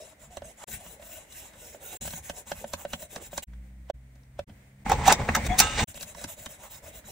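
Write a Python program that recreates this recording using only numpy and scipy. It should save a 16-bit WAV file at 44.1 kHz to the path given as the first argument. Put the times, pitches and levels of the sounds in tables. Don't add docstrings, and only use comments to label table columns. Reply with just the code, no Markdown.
import sys
import numpy as np
from scipy import signal
from scipy.fft import rfft, irfft
from scipy.io import wavfile

SR = 44100
rng = np.random.default_rng(int(sys.argv[2]) if len(sys.argv) > 2 else 0)


def gain_from_decibels(decibels):
    exponent = np.asarray(decibels, float) / 20
    return 10 ** exponent


def pcm_store(signal):
    levels = np.round(np.clip(np.atleast_2d(signal), -1, 1) * 32767)
    wavfile.write(sys.argv[1], SR, levels.astype(np.int16).T)


N = 313551
T = np.arange(N) / SR


def rms_one(x):
    return x / np.sqrt(np.mean(x ** 2) + 1e-20)


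def in_time(tables):
    s, *columns = np.concatenate(tables).T
    active = sum((T > rows[0][0] - .01) & (T < rows[-1][0] + .01) for rows in tables) > 0
    return active, [np.interp(T, s, c) for c in columns]


def over_hz(points):
    hz, value = np.transpose(points)
    return np.interp(np.log(np.fft.rfftfreq(N, 1 / SR) + 1), np.log(hz + 1), value)


def coloured(x, spectrum):
    return irfft(rfft(x) * gain_from_decibels(over_hz(spectrum)), N)


def drift(hz):
    r = np.exp(-100 * np.pi * hz / SR)
    noise = rng.standard_normal(N // 50 + 900)
    slow = rms_one(signal.lfilter([1], [1, -2 * r, r * r], noise)[898:])
    return np.interp(np.arange(N) / 50, np.arange(len(slow)), slow)


def resonate(x, peaks, patchy_db=0):
    out = 0
    for k, (hz, width_hz, db) in enumerate(peaks):
        r = np.exp(-np.pi * width_hz / SR)
        a = [1, -2 * r * np.cos(2 * np.pi * hz / SR), r * r]
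        gain = gain_from_decibels(db + patchy_db * drift(5.8)) if patchy_db else gain_from_decibels(db)
        out = out + (-1) ** k * gain * signal.lfilter([(1 - r * r) / 2, 0, (r * r - 1) / 2], a, x)
    return out


def strike(times, blows_db, modes, scatter_db):
    at, out = (np.asarray(times) * SR).astype(int), np.zeros(N)
    chance = rng.standard_normal((len(at), len(modes)))
    for (hz, db, t60), own in zip(modes, chance.T):
        impulses = np.full(N, 1e-18)
        impulses[at] = gain_from_decibels(blows_db + db + scatter_db * own)
        r, w = gain_from_decibels(-60 / (t60 * SR)), 2 * np.pi * hz / SR
        out += signal.lfilter([0, np.sin(w)], [1, -2 * r * np.cos(w), r * r], impulses)
    return out


def grains(per_s, spread_db):
    sizes = gain_from_decibels(spread_db * np.minimum(rng.exponential(1, N), 5)) * rng.choice([-1, 1], N)
    return sizes * (rng.random(N) < per_s / SR)


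def swells(start, hold, top_db, rise, fall):
    start, hold, top_db, fall = [np.reshape(v, (-1, 1)) for v in (start, hold, top_db, fall)]
    late = T - start
    loss = np.maximum(-rise * late, 0) + fall * np.maximum(late - hold, 0)
    return np.max(top_db - loss, axis=0)


def wander(x, share, hz):
    return np.interp(np.cumsum(1 + share * drift(hz)) % (N - 1), np.arange(N), x)


def friction(controls, spectrum, ringing, sizzling, body, per_s, spread_db, ring_db, judder_db, body_patchy_db):
    active, (hiss_db, body_db, sizzle_db) = controls
    grit = grains(per_s, spread_db) * gain_from_decibels(judder_db * drift(36.0))
    ring = rms_one(wander(resonate(grit, ringing, patchy_db=4.0), share=.02, hz=5.0))
    hiss = rms_one(rms_one(coloured(grit, spectrum)) + gain_from_decibels(ring_db) * ring)
    sizzle = rms_one(resonate(grit, sizzling, patchy_db=4.0))
    drone = rms_one(resonate(grit, body, patchy_db=body_patchy_db))
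    return active * (gain_from_decibels(hiss_db) * (hiss + gain_from_decibels(sizzle_db) * sizzle) + gain_from_decibels(body_db) * drone)


def chatter(s, level_db, length_s, softness):
    kicks, lead = np.full(N, 1e-18), SR // 40
    kicks[(s * SR).astype(int)] = gain_from_decibels(level_db)
    lag = np.arange(-lead, SR // 25) / (length_s * SR)
    late = np.maximum(lag, 0)
    scuff = gain_from_decibels(-14.0) * np.exp(-np.abs(lag) / np.where(lag < 0, 2.5, .7))
    envelope = signal.oaconvolve(kicks, (late * np.exp(1 - late)) ** softness + scuff)
    return envelope[lead:N + lead] * rng.standard_normal(N)


# frequency in Hz, level in dB, t60 in s.
KNOCK_THUD = [(83.4, -3, 0.15), (173.7, -3, 0.15), (221.3, -2.5, 0.1)]


def blows(table, body, crack, crack_gain_db, chatter_s, softness, hollow):
    s, body_db, clack_db, crack_db, thud_db = np.transpose(table)
    plastic = [mode for mode in crack if mode[0] < 3200]
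    steel = [mode for mode in crack if mode[0] > 3200]
    slow = chatter(s - 0.74 * chatter_s, clack_db + crack_gain_db, 1.56 * chatter_s, softness)
    fast = chatter(s - 1.4 * chatter_s, crack_db + crack_gain_db, chatter_s, softness)
    knock = strike(s - .001, body_db, body, scatter_db=2.5)
    knock = resonate(resonate(knock, [hollow]), [hollow])
    thud = signal.lfilter([.1], [1, -.9], strike(s + 0.00396, thud_db, KNOCK_THUD, scatter_db=4.0))
    return resonate(slow, plastic, patchy_db=-0.5) + resonate(fast, steel) + knock + thud


# start in s, end in s, workshop air in dB, distant rumble in dB.
SHOTS = [
    (-.01, .646, -62, -59),
    (0.664, 1.976, -61, -63.5),
    (2.001, 3.443, -63, -55.5),
    (3.467, 3.914, -65, -59.5),
    (3.931, 4.447, -66.5, -59.5),
    (4.465, 4.845, -63.5, -57.5),
    (4.843, 5.483, -42, -43),
    (5.474, 5.846, -42, -43),
    (5.87, 7.2, -60, -67),
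]
FADE_IN_S, FADE_OUT_S = 0.015, 0.0068


def shots():
    fade, levels = np.zeros(N), np.zeros((2, N))
    for start, end, *levels_db in SHOTS:
        ramp = np.clip(np.minimum((T - start) / FADE_IN_S, (end - T) / FADE_OUT_S), 0, 1) ** 2
        fade += ramp
        levels += np.multiply.outer(gain_from_decibels(np.array(levels_db)), ramp > 0)
    return fade, levels


def turning_shot():
    return (T > SHOTS[6][0]) & (T < SHOTS[7][1])


# frequency in Hz, level in dB per Hz.
AIR = [(180, -12), (300, -4.5), (354, -14), (584, -8), (1190, -20), (2100, -10.5), (2650, -21),
       (5080, -28.5), (9240, -23.5), (10600, -29.5), (11700, -59), (12500, -57), (13300, -25), (16000, -28)]


def workshop_air():
    mid, side = (rms_one(coloured(rng.standard_normal(N), AIR)) for part in range(2))
    side = signal.lfilter([1, -1], [1, -.9], side)
    return gain_from_decibels(1.4 * drift(3.5)) * (mid + side * np.array([[1], [-1]]))


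# frequency in Hz, width in Hz, level in dB.
BENCH = [(46.7, 26, 2.5), (81, 44, 2), (143.4, 15.4, 0), (208.8, 24.4, -4.5)]


def rumble():
    return rms_one(resonate(rng.standard_normal(N) * gain_from_decibels(3.1 * drift(3.5)), BENCH))


# turn in s, grit hiss in dB, dip at the turn in dB.
SHORT_STROKES = [
    (0.0, -52.5, 2),
    (0.161, -52.5, -49),
    (0.294, -51, -31),
    (0.405, -50.5, -77),
    (0.554, -53, -21),
    (0.646, -34, -6),
]
LONG_STROKES = [
    (0.671, -39.5, -12),
    (0.788, -49, -8),
    (0.979, -48, -21),
    (1.262, -46.5, -21),
    (1.526, -47, -24),
    (1.785, -47, -24),
    (1.974, -42, -3),
]
QUICK_STROKES = [(2.009, -40, 1.5), (2.092, -42, -1.5), (2.219, -44, -20.5), (2.328, -46.5, -12),
                 (2.449, -45, -45), (2.544, -47, -9), (2.657, -48.5, -15), (2.764, -47.5, -14),
                 (2.863, -50, -24), (2.975, -46, -10), (3.082, -46, -36), (3.195, -44.5, -17),
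                 (3.298, -44.5, -27), (3.419, -40.5, -46), (3.443, -25, -1)]
BACK_STROKES = [(5.873, -44.5, 6), (5.938, -43.5, -44), (5.989, -44, -16), (6.051, -46, -15),
                (6.142, -45, -28), (6.265, -43.5, -23), (6.357, -47, -18), (6.477, -45.5, -20),
                (6.577, -49, -16), (6.691, -46.5, -17), (6.813, -49.5, -29), (6.918, -50, -13),
                (7.03, -52.5, -64), (7.11, -49.5, 2.5)]
# holder drone in dB on the push, on the pull, fastest point 0-1, bench shake in dB,
# sizzle over hiss in dB.
GRIPS = [
    (-53.5, -52.5, 0.48, -69, -11.5),
    (-51.5, -51.5, 0.53, -58, -5.5),
    (-54, -51, 0.42, -53.5, -4.5),
    (-50, -52.5, 0.47, -53, -5),
]
SHAKE_FOLLOWS = 0.52


def strokes(swell):
    active, curves = np.zeros(N, bool), np.full((4, N), -90.)
    runs = (SHORT_STROKES, LONG_STROKES, QUICK_STROKES, BACK_STROKES)
    for run, (*drone_db, fastest, shake_db, sizzle_db) in zip(runs, GRIPS):
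        for k, ((start, hiss_db, turn_db), (end, next_db, next_turn_db)) in enumerate(zip(run, run[1:])):
            now = (T >= start) & (T < end)
            share = (T[now] - start) / (end - start)
            before = np.clip(1 - share / fastest, 0, 1) ** swell
            after = np.clip((share - fastest) / (1 - fastest), 0, 1) ** swell
            dip = turn_db * before + (next_db + next_turn_db - hiss_db) * after
            curves[0, now] = hiss_db + dip
            curves[1, now] = drone_db[k % 2] + 0.58 * dip
            curves[2, now] = sizzle_db + 0.41 * dip
            curves[3, now] = shake_db + SHAKE_FOLLOWS * dip
            active |= now
    return (active, curves[:3]), curves[3]


# frequency in Hz, level in dB per Hz.
GRIT = [(710, -8), (1200, -29), (1530, -3.5), (3560, 2), (3850, -7.5), (4510, -11), (5300, -4), (7960, 10),
        (8870, 1), (9980, 10.5), (11900, -19.5), (12500, -59), (16200, -55), (22000, -120)]
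# frequency in Hz, width in Hz, level in dB.
BLADE = [(1445, 73, 3.5), (1980, 770, -0.5), (2750, 190, 5), (3866, 102, 8.5), (5520, 190, 1),
         (6560, 430, 5), (7290, 550, 7), (8200, 650, 5.5), (9680, 230, 8.5)]
SIZZLE = [(11100, 1600, -3.5), (12700, 710, -29), (13300, 970, -3.5), (15360, 800, 1.5)]
HOLDER = [(317, 71, -13), (506, 220, 2), (635, 70, 5.5), (726, 54, 1.5), (892, 377, -4)]


def stone(rubbing):
    return friction(rubbing, GRIT, BLADE, SIZZLE, HOLDER, per_s=15000.0, spread_db=1.0,
                    ring_db=-1.5, judder_db=2.0, body_patchy_db=4.5)


# time in s, rumble in dB, decay in dB per s.
JOLTS = [(.28, -51, 500), (.434, -47.5, 121), (.74, -43.5, 161), (2.024, -46.5, 56), (2.314, -50, 150),
         (4.502, -42.5, 213), (4.905, -31.5, 200), (4.96, -36, 200), (5.02, -32, 200), (5.15, -35, 300),
         (5.234, -22.5, 500), (5.3, -24, 296), (5.455, -29.5, 597), (5.51, -27, 300), (5.8, -34, 200),
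         (5.554, -34.5, 109), (5.84, -28, 799), (6.056, -43.5, 396), (6.262, -40.5, 404)]
JOLT_RISE_DB_PER_S, TURNING_SHAKE_DB = 215, -37.5


def shake(stroke_db):
    s, db, fall = np.transpose(JOLTS)
    jolt_db = swells(s, 0, db, JOLT_RISE_DB_PER_S, fall)
    return (gain_from_decibels(np.maximum(jolt_db, stroke_db)) + turning_shot() * gain_from_decibels(TURNING_SHAKE_DB)) * rumble()


# time in s, peak in dB, clack in dB, crack in dB.
KNOCKS = [(0.371, -31.5, -40.5, -35), (0.421, -33.5, -47, -53), (0.639, -41, -39, -53),
          (1.747, -39.5, -51, -58), (2.077, -38, -37, -39), (2.107, -52, -49, -36),
          (2.298, -30.5, -32, -30), (2.517, -29, -30.5, -34), (2.643, -28, -42, -45),
          (2.736, -28.5, -30, -27), (2.851, -27.5, -39.5, -47), (2.934, -32.5, -29.5, -27.5),
          (3.024, -41, -45, -44), (3.161, -39.5, -35.5, -33.5), (3.331, -36.5, -42.5, -58),
          (3.379, -34, -30.5, -23), (3.534, -63, -55, -71), (3.9, -22.5, -37.5, -46.5),
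          (4.157, -60, -63, -59), (4.235, -75, -72, -61.5), (4.392, -26.5, -38, -44),
          (4.496, -50.5, -55, -63), (5.945, -44.5, -50, -40), (5.975, -49, -44, -43),
          (6.011, -48, -50, -34), (6.03, -53, -41, -31.5), (6.149, -61, -44.5, -44), (6.183, -40, -49, -51),
          (6.242, -44, -36, -27.5), (6.461, -41, -36.5, -32), (7.041, -66, -53, -64)]
BUMPS = [(0.309, -50, -67, -56), (0.685, -46, -47, -66), (0.863, -53, -45, -55), (0.998, -44, -54, -60),
         (1.024, -48, -46.5, -52), (1.325, -65, -60, -43.5), (1.536, -65, -54, -52), (1.806, -52, -59, -67),
         (2.017, -46.5, -56, -55), (2.053, -41, -41, -56), (2.134, -40.5, -37.5, -48),
         (2.177, -49, -55, -58)]
# frequency in Hz, level in dB, t60 in s.
KNOCK_BODY = [(367, -6, 0.037), (570, -9.5, 0.05), (640, -10, 0.019), (726, -15, 0.011),
              (900, -11.5, 0.016)]
STOP_PLATE = [(1123, -5, 0.022), (1562, 2.5, 0.018), (1780, -0.5, 0.011), (2430, -3, .02),
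              (2570, -22, 0.012)]
# frequency in Hz, width in Hz, level in dB.
KNOCK_CRACK = [(934, 194, 2.5), (1601, 98, 4), (1910, 450, -4.5), (2610, 180, -1), (3100, 620, -4.5),
               (3850, 174, 1), (4660, 740, -9.5), (5740, 710, -4), (7600, 2200, -5.5), (10300, 6600, -14)]
THUD_DB, THUD_FOLLOWS = -15, 0.78


def knocks():
    stops = [(*knock, THUD_DB + THUD_FOLLOWS * knock[2]) for knock in KNOCKS + BUMPS]
    hits = blows(stops, KNOCK_BODY, KNOCK_CRACK, crack_gain_db=11.0, chatter_s=0.0021, softness=2.3,
                 hollow=(630, 320, 6.0))
    s, _, clack_db, _ = np.transpose(KNOCKS)
    plate = strike(s + 0.001045, clack_db - 4, STOP_PLATE, scatter_db=-2.5)
    return hits + signal.lfilter([.3], [1, -.7], plate)


# time in s, peak in dB.
THUMPS = [
    (0.371, -47),
    (2.297, -36),
    (2.514, -40),
    (2.736, -33),
    (2.938, -39),
    (3.161, -42),
    (3.377, -34),
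    (6.028, -43),
    (6.242, -29),
    (6.462, -35),
]
# frequency in Hz, level in dB, t60 in s.
THUMP = [(110, -7, 0.054), (158, -3, 0.034), (282, 2, 0.039)]


def thumps():
    s, db = np.transpose(THUMPS)
    return signal.lfilter([.1], [1, -.9], strike(s + .005, db - 7, THUMP, scatter_db=1.0))


# start in s, end in s, firing rate in Hz at start, at end, swell in dB.
ENGINE = [
    (3.468, 3.91, 63.6, 64.3, -6),
    (3.918, 4.44, 63.9, 64, -1),
    (4.47, 4.842, 64.7, 66.5, 16),
]
# level in dB of orders 2, 3, 4, 5 at mid shot.
ENGINE_ORDERS = [
    (-58.5, -58.5, -71.5, -73.5),
    (-55, -70, -71.5, -85),
    (-59.5, -65, -75, -96),
]
# time in s, frequency in Hz, level in dB.
DRONE = [
    (3.47, 56.9, -42),
    (3.9, 60.8, -48.5),
    (3.95, 59.4, -48),
    (4.2, 58.8, -56),
    (4.44, 61.2, -55),
    (4.83, 60.1, -77),
]


def engine():
    tables = []
    for (start, end, hz, end_hz, swell_db), orders_db in zip(ENGINE, ENGINE_ORDERS):
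        tables.append([(start, hz, *np.add(orders_db, -swell_db / 2)),
                       (end, end_hz, *np.add(orders_db, swell_db / 2))])
    active, (hz, *orders_db) = in_time(tables)
    phase = 2 * np.pi * np.cumsum(hz) / SR
    orders = sum(gain_from_decibels(db + 0.27 * drift(4.9)) * np.sin((k + 2) * phase + k) for k, db in enumerate(orders_db))
    drone_hz, drone_db = in_time([DRONE])[1]
    drone = gain_from_decibels(drone_db + 1.9 * drift(5.4)) * np.sin(2 * np.pi * np.cumsum(drone_hz) / SR)
    return active * np.sqrt(2) * (orders + drone)


# low edge in Hz, high edge in Hz.
DULL_BAND_HZ = [10500, 13500]


def dulled(x):
    return signal.sosfilt(signal.cheby2(6, 65, DULL_BAND_HZ, "bandstop", fs=SR, output="sos"), x)


# time in s, peak in dB, clack in dB, crack in dB, bench thud in dB.
CLICKS = [(4.862, -25.5, -27.5, -78, -30), (4.897, -20, -22, -43, -34), (4.918, -8, -19, -24.5, -32),
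          (5.08, -2.5, -22, -16, -24.5), (5.065, -17.5, -42, -37, -30), (5.072, -18, -31, -34, -53),
          (5.118, -12, -24, -42, -36), (5.094, -16, -13.5, -32, -38), (5.107, -18, -11, -35, -25),
          (5.126, -15.5, -29, -17, -41), (5.289, -14.5, -11.5, -50, -25), (5.195, -32, -41, -54, -40),
          (5.351, -50, -10.5, -18.5, -38), (5.364, -44, -20, -25.5, -28.5), (5.585, -32, -39, -25, -29),
          (5.592, -45, -23, -23, -39), (5.598, -47, -39, -23, -40), (5.604, -17.5, -13, -35, -31)]
# frequency in Hz, level in dB, t60 in s.
CLICK_BODY = [(786, -6, 0.023), (914, -19, 0.042), (1140, -16, 0.1)]
# frequency in Hz, width in Hz, level in dB.
CLICK_CRACK = [(1400, 920, 5), (1830, 740, 5.5), (2580, 190, -1), (3730, 174, 10.5), (4470, 560, -11),
               (5870, 1000, 4), (8300, 3500, -8), (9900, 1800, -8), (12900, 1200, -27), (14000, 1400, -3)]


def clicks():
    return blows(CLICKS, CLICK_BODY, CLICK_CRACK, crack_gain_db=4.5, chatter_s=0.0014, softness=0.86,
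                 hollow=(830, 200, 6.0))


# start in s, hold in s, level in dB, decay in dB per s.
RUBS = [(4.868, .03, -41, 200), (4.952, .01, -34.5, 250), (4.993, 0.022, -39, 200), (5.05, .01, -37, 200),
        (5.15, .01, -44, 200), (5.19, .04, -44, 200), (5.357, 0.066, -38, 300), (5.503, 0.039, -36, 200),
        (5.784, 0.046, -41, 300)]
# frequency in Hz, width in Hz, level in dB.
CASING = [(1710, 300, -3.5), (2060, 330, 1), (2410, 390, -8)]


def palms():
    s, hold, db, fall = np.transpose(RUBS)
    rustle = resonate(resonate(grains(3000.0, 2.3), CASING, patchy_db=4.0), [(2000, 730, 0)])
    return turning_shot() * gain_from_decibels(swells(s, hold, db, 350, fall)) * rms_one(rustle)


# time in s, level in dB, build-up in s.
CATCHES = [(4.898, -27, .002), (4.921, -35, 0.0024), (5.084, -20, 0.011), (5.125, -8.5, 0.0011),
           (5.131, -29, .001), (5.2905, -47, 0.00082), (5.302, -54, 0.0018), (5.3538, -20, 0.001),
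           (5.365, -31, 0.0034), (5.47, -33.5, 0.014), (5.593, -8, 0.0037), (5.6021, -5, 0.0024),
           (5.606, -11, 0.0011)]
# frequency in Hz, width in Hz, level in dB.
CATCH = [(2510, 350, 1), (4000, 320, 1.5), (5300, 1740, 2.5), (7040, 2100, 1), (9730, 680, 6.5),
         (10960, 3600, 0.5), (14300, 5600, -1.5)]
CATCH_RELEASE_S = 0.0014


def catches():
    envelope = np.zeros(N)
    for s, db, build in CATCHES:
        near = slice(int((s - .06) * SR), int((s + .01) * SR))
        late = T[near] - s
        envelope[near] += gain_from_decibels(db) * np.exp(np.minimum(late / build, -late / CATCH_RELEASE_S))
    return envelope * rms_one(resonate(rng.standard_normal(N), CATCH))


# start in s, hold in s, rattle in dB, housing in dB, decay in dB per s.
SLIDES = [(4.903, 0.031, -37.5, -26, 448), (5.002, 0.044, -42, -31, 500), (5.072, 0.057, -26, -22, 700),
          (5.14, 0.11, -79, -35.5, 300), (5.293, 0.0018, -44, -27.5, 380), (5.375, 0.0012, -46, -31, 600),
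          (5.465, 0.0063, -35, -39, 901), (5.5, 0.079, -46, -38, 301), (5.604, 0.011, -24, -29, 181),
          (5.67, 0.12, -35, -41, 203), (5.784, 0.049, -29.5, -30, 455)]
SLIDE_RISE_DB_PER_S, RATTLE_REST_DB, HOUSING_REST_DB = 482, -67, -46
SIZZLE_DB, SIZZLE_DULLING, SIZZLE_FALL_DB_PER_S, SIZZLE_REST_DB = 2, 1.2, 602, -31


def slides():
    s, hold, rattle_db, housing_db, fall = np.transpose(SLIDES)
    rattle = np.maximum(swells(s, hold, rattle_db, SLIDE_RISE_DB_PER_S, fall), RATTLE_REST_DB)
    housing = np.maximum(swells(s, hold, housing_db, SLIDE_RISE_DB_PER_S, fall), HOUSING_REST_DB)
    bright_db = SIZZLE_DB - SIZZLE_DULLING * (housing_db - rattle_db)
    bright_db = bright_db - 25 * (hold > .07)
    sizzle = swells(s, hold, bright_db, SLIDE_RISE_DB_PER_S, SIZZLE_FALL_DB_PER_S)
    return turning_shot(), [rattle, housing, np.maximum(sizzle, SIZZLE_REST_DB)]


# frequency in Hz, level in dB per Hz.
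RATTLE = [(710, -32), (1200, -7), (2590, 9), (3060, -21), (3650, 14.5), (5050, -23), (5640, 4), (8970, 8),
          (9660, -22), (11000, -37), (14300, -55), (22000, -120)]
# frequency in Hz, width in Hz, level in dB.
CLAMP = [(2020, 1600, 43), (2500, 220, -14), (3660, 120, -9), (4870, 100, -8), (6300, 300, 19),
         (7500, 300, -30.5), (9730, 100, -22)]
CLAMP_SIZZLE = [(13500, 660, 0), (14200, 800, -3)]
HOUSING = [(473, 200, -2), (699, 53, 3), (850, 64, 5), (960, 47, -11), (970, 77, -2.5)]


def clamp():
    return friction(slides(), RATTLE, CLAMP, CLAMP_SIZZLE, HOUSING, per_s=5000.0, spread_db=1.0,
                    ring_db=2.0, judder_db=2.5, body_patchy_db=2.0)


# frequency in Hz, width in Hz, level in dB.
SEAT = [(733, 45, -5.5), (3390, 130, -14.5), (6600, 160, -20)]
SQUEAK_S, SQUEAK_HOLD_S, SQUEAK_DB = 5.505, 0.032, -29.5


def squeak():
    tone = rms_one(resonate(resonate(rng.standard_normal(N), SEAT), SEAT))
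    return tone * gain_from_decibels(swells(SQUEAK_S, SQUEAK_HOLD_S, SQUEAK_DB, 680, 500))


# frequency in Hz, level in dB, t60 in s.
STEEL_RING = [(860, 10, 0.056), (1282, -2, 0.48), (1255, -25, .2), (1574, -7, 0.6), (2385, -29, 0.73),
              (2730, -12, 0.5), (2870, -16.5, 3.1), (3620, -15.5, 0.94), (6928, -29, 0.15)]
SNAP_S, SNAP_DB = 5.604, -23


def snap_ring():
    ring = strike([SNAP_S], SNAP_DB, STEEL_RING, scatter_db=-0.5)
    return ring * turning_shot() * gain_from_decibels(0.88 * drift(28))


# time in s, left-right in dB.
PLACE = [(0, -1), (.66, -2), (.68, 2), (.9, 0.5), (2.0, -2), (2.03, -1.5), (4.8, -0.5), (4.86, -0.5),
         (5.84, -0.5), (5.88, -.5), (7.11, -2)]


def place_db():
    return in_time([PLACE])[1][0] + 1.45 * drift(9.8)


def panned(x, pan_db):
    return x * gain_from_decibels(np.multiply.outer([.5, -.5], pan_db * np.ones(N)))


# frequency in Hz, left lead in radians.
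PORT_PHASE = [(0, 0), (1600, .2), (2800, .9), (4000, .2), (6550, -.9), (8500, -1.9), (10200, -2.5),
              (11000, -3), (12300, -1.4), (13000, 0), (16000, 0)]
CLAMP_PHASE = [(0, 0), (4600, .2), (8600, -1.3), (10900, -2), (12500, -2.3), (12700, -4), (15000, -4.9),
               (16000, -5.4)]
# frequency in Hz, share common to both ports 0-1.
LIKENESS = [(100, 1), (300, 0.98), (700, 0.88), (1500, 0.85), (3000, 0.44), (6000, .55), (12000, 0.75)]
# frequency in Hz, left-right in dB.
PORT_TILT = [(100, 0), (3000, -1), (6000, 2.5), (10000, 2.5), (14000, 0)]


def ports(x, phase, scatter_top_hz):
    turn = np.exp(.5j * over_hz(phase)) * gain_from_decibels(over_hz(PORT_TILT) / 2)
    alike = np.clip(over_hz(LIKENESS), 0, 1)
    burst = rng.standard_normal(1600) * np.exp(-np.arange(1600) / 500.)
    scatter = rfft(rms_one(burst) / 40, N)
    scatter = scatter / (1 + (np.fft.rfftfreq(N, 1 / SR) / scatter_top_hz) ** 10)
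    spread = np.sqrt((1 - alike) / 2) * scatter
    same = np.sqrt((1 + alike) / 2)
    return irfft(rfft(x) * np.array([same * turn + spread, same / turn - spread]), N)


ROOM_T60_S, ROOM_DB = 0.066, -9


def workshop(x):
    t = np.arange(SR // 4) / SR
    tail = rng.standard_normal((2, len(t))) * gain_from_decibels(-60 * t / ROOM_T60_S) * (t > .004)
    tail = signal.lfilter([1, -1], [1, -.85], tail)
    tail /= np.sqrt(np.sum(tail ** 2, axis=1, keepdims=True))
    out = np.zeros((2, N))
    for start, end, *levels in SHOTS:
        a, b = max(int(start * SR), 0), min(int(end * SR), N)
        out[:, a:b] = signal.fftconvolve(x[:, a:b], tail, axes=1)[:, :b - a]
    return gain_from_decibels(ROOM_DB) * out


def scene():
    fade, (air, low) = shots()
    background = air * workshop_air() + low * rumble() + engine()
    background = np.where(turning_shot(), dulled(background), background)
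    rubbing, shake_db = strokes(swell=2.97)
    pan_db = place_db()
    sharpening = panned(stone(rubbing) + knocks() + thumps(), pan_db) + shake(shake_db)
    sliding = dulled(clamp() + palms() + squeak())
    turning = panned(sliding + clicks() + catches() + dulled(snap_ring()), pan_db)
    direct = ports(sharpening, PORT_PHASE, scatter_top_hz=18000.0)
    direct = direct + ports(turning, CLAMP_PHASE, scatter_top_hz=9050.0)
    return fade * (direct + workshop(sharpening + dulled(turning)) + background)


def roll_off(x):
    return signal.sosfilt(signal.butter(12, 16480, fs=SR, output="sos"), x)


def record(dry):
    top = signal.ellip(10, 1, 60, 15740, fs=SR, output="sos")
    mix = signal.sosfilt(top, np.clip(dry, -1, 1))
    return roll_off(mix)


dry = scene()
out = record(dry)
pcm_store(out)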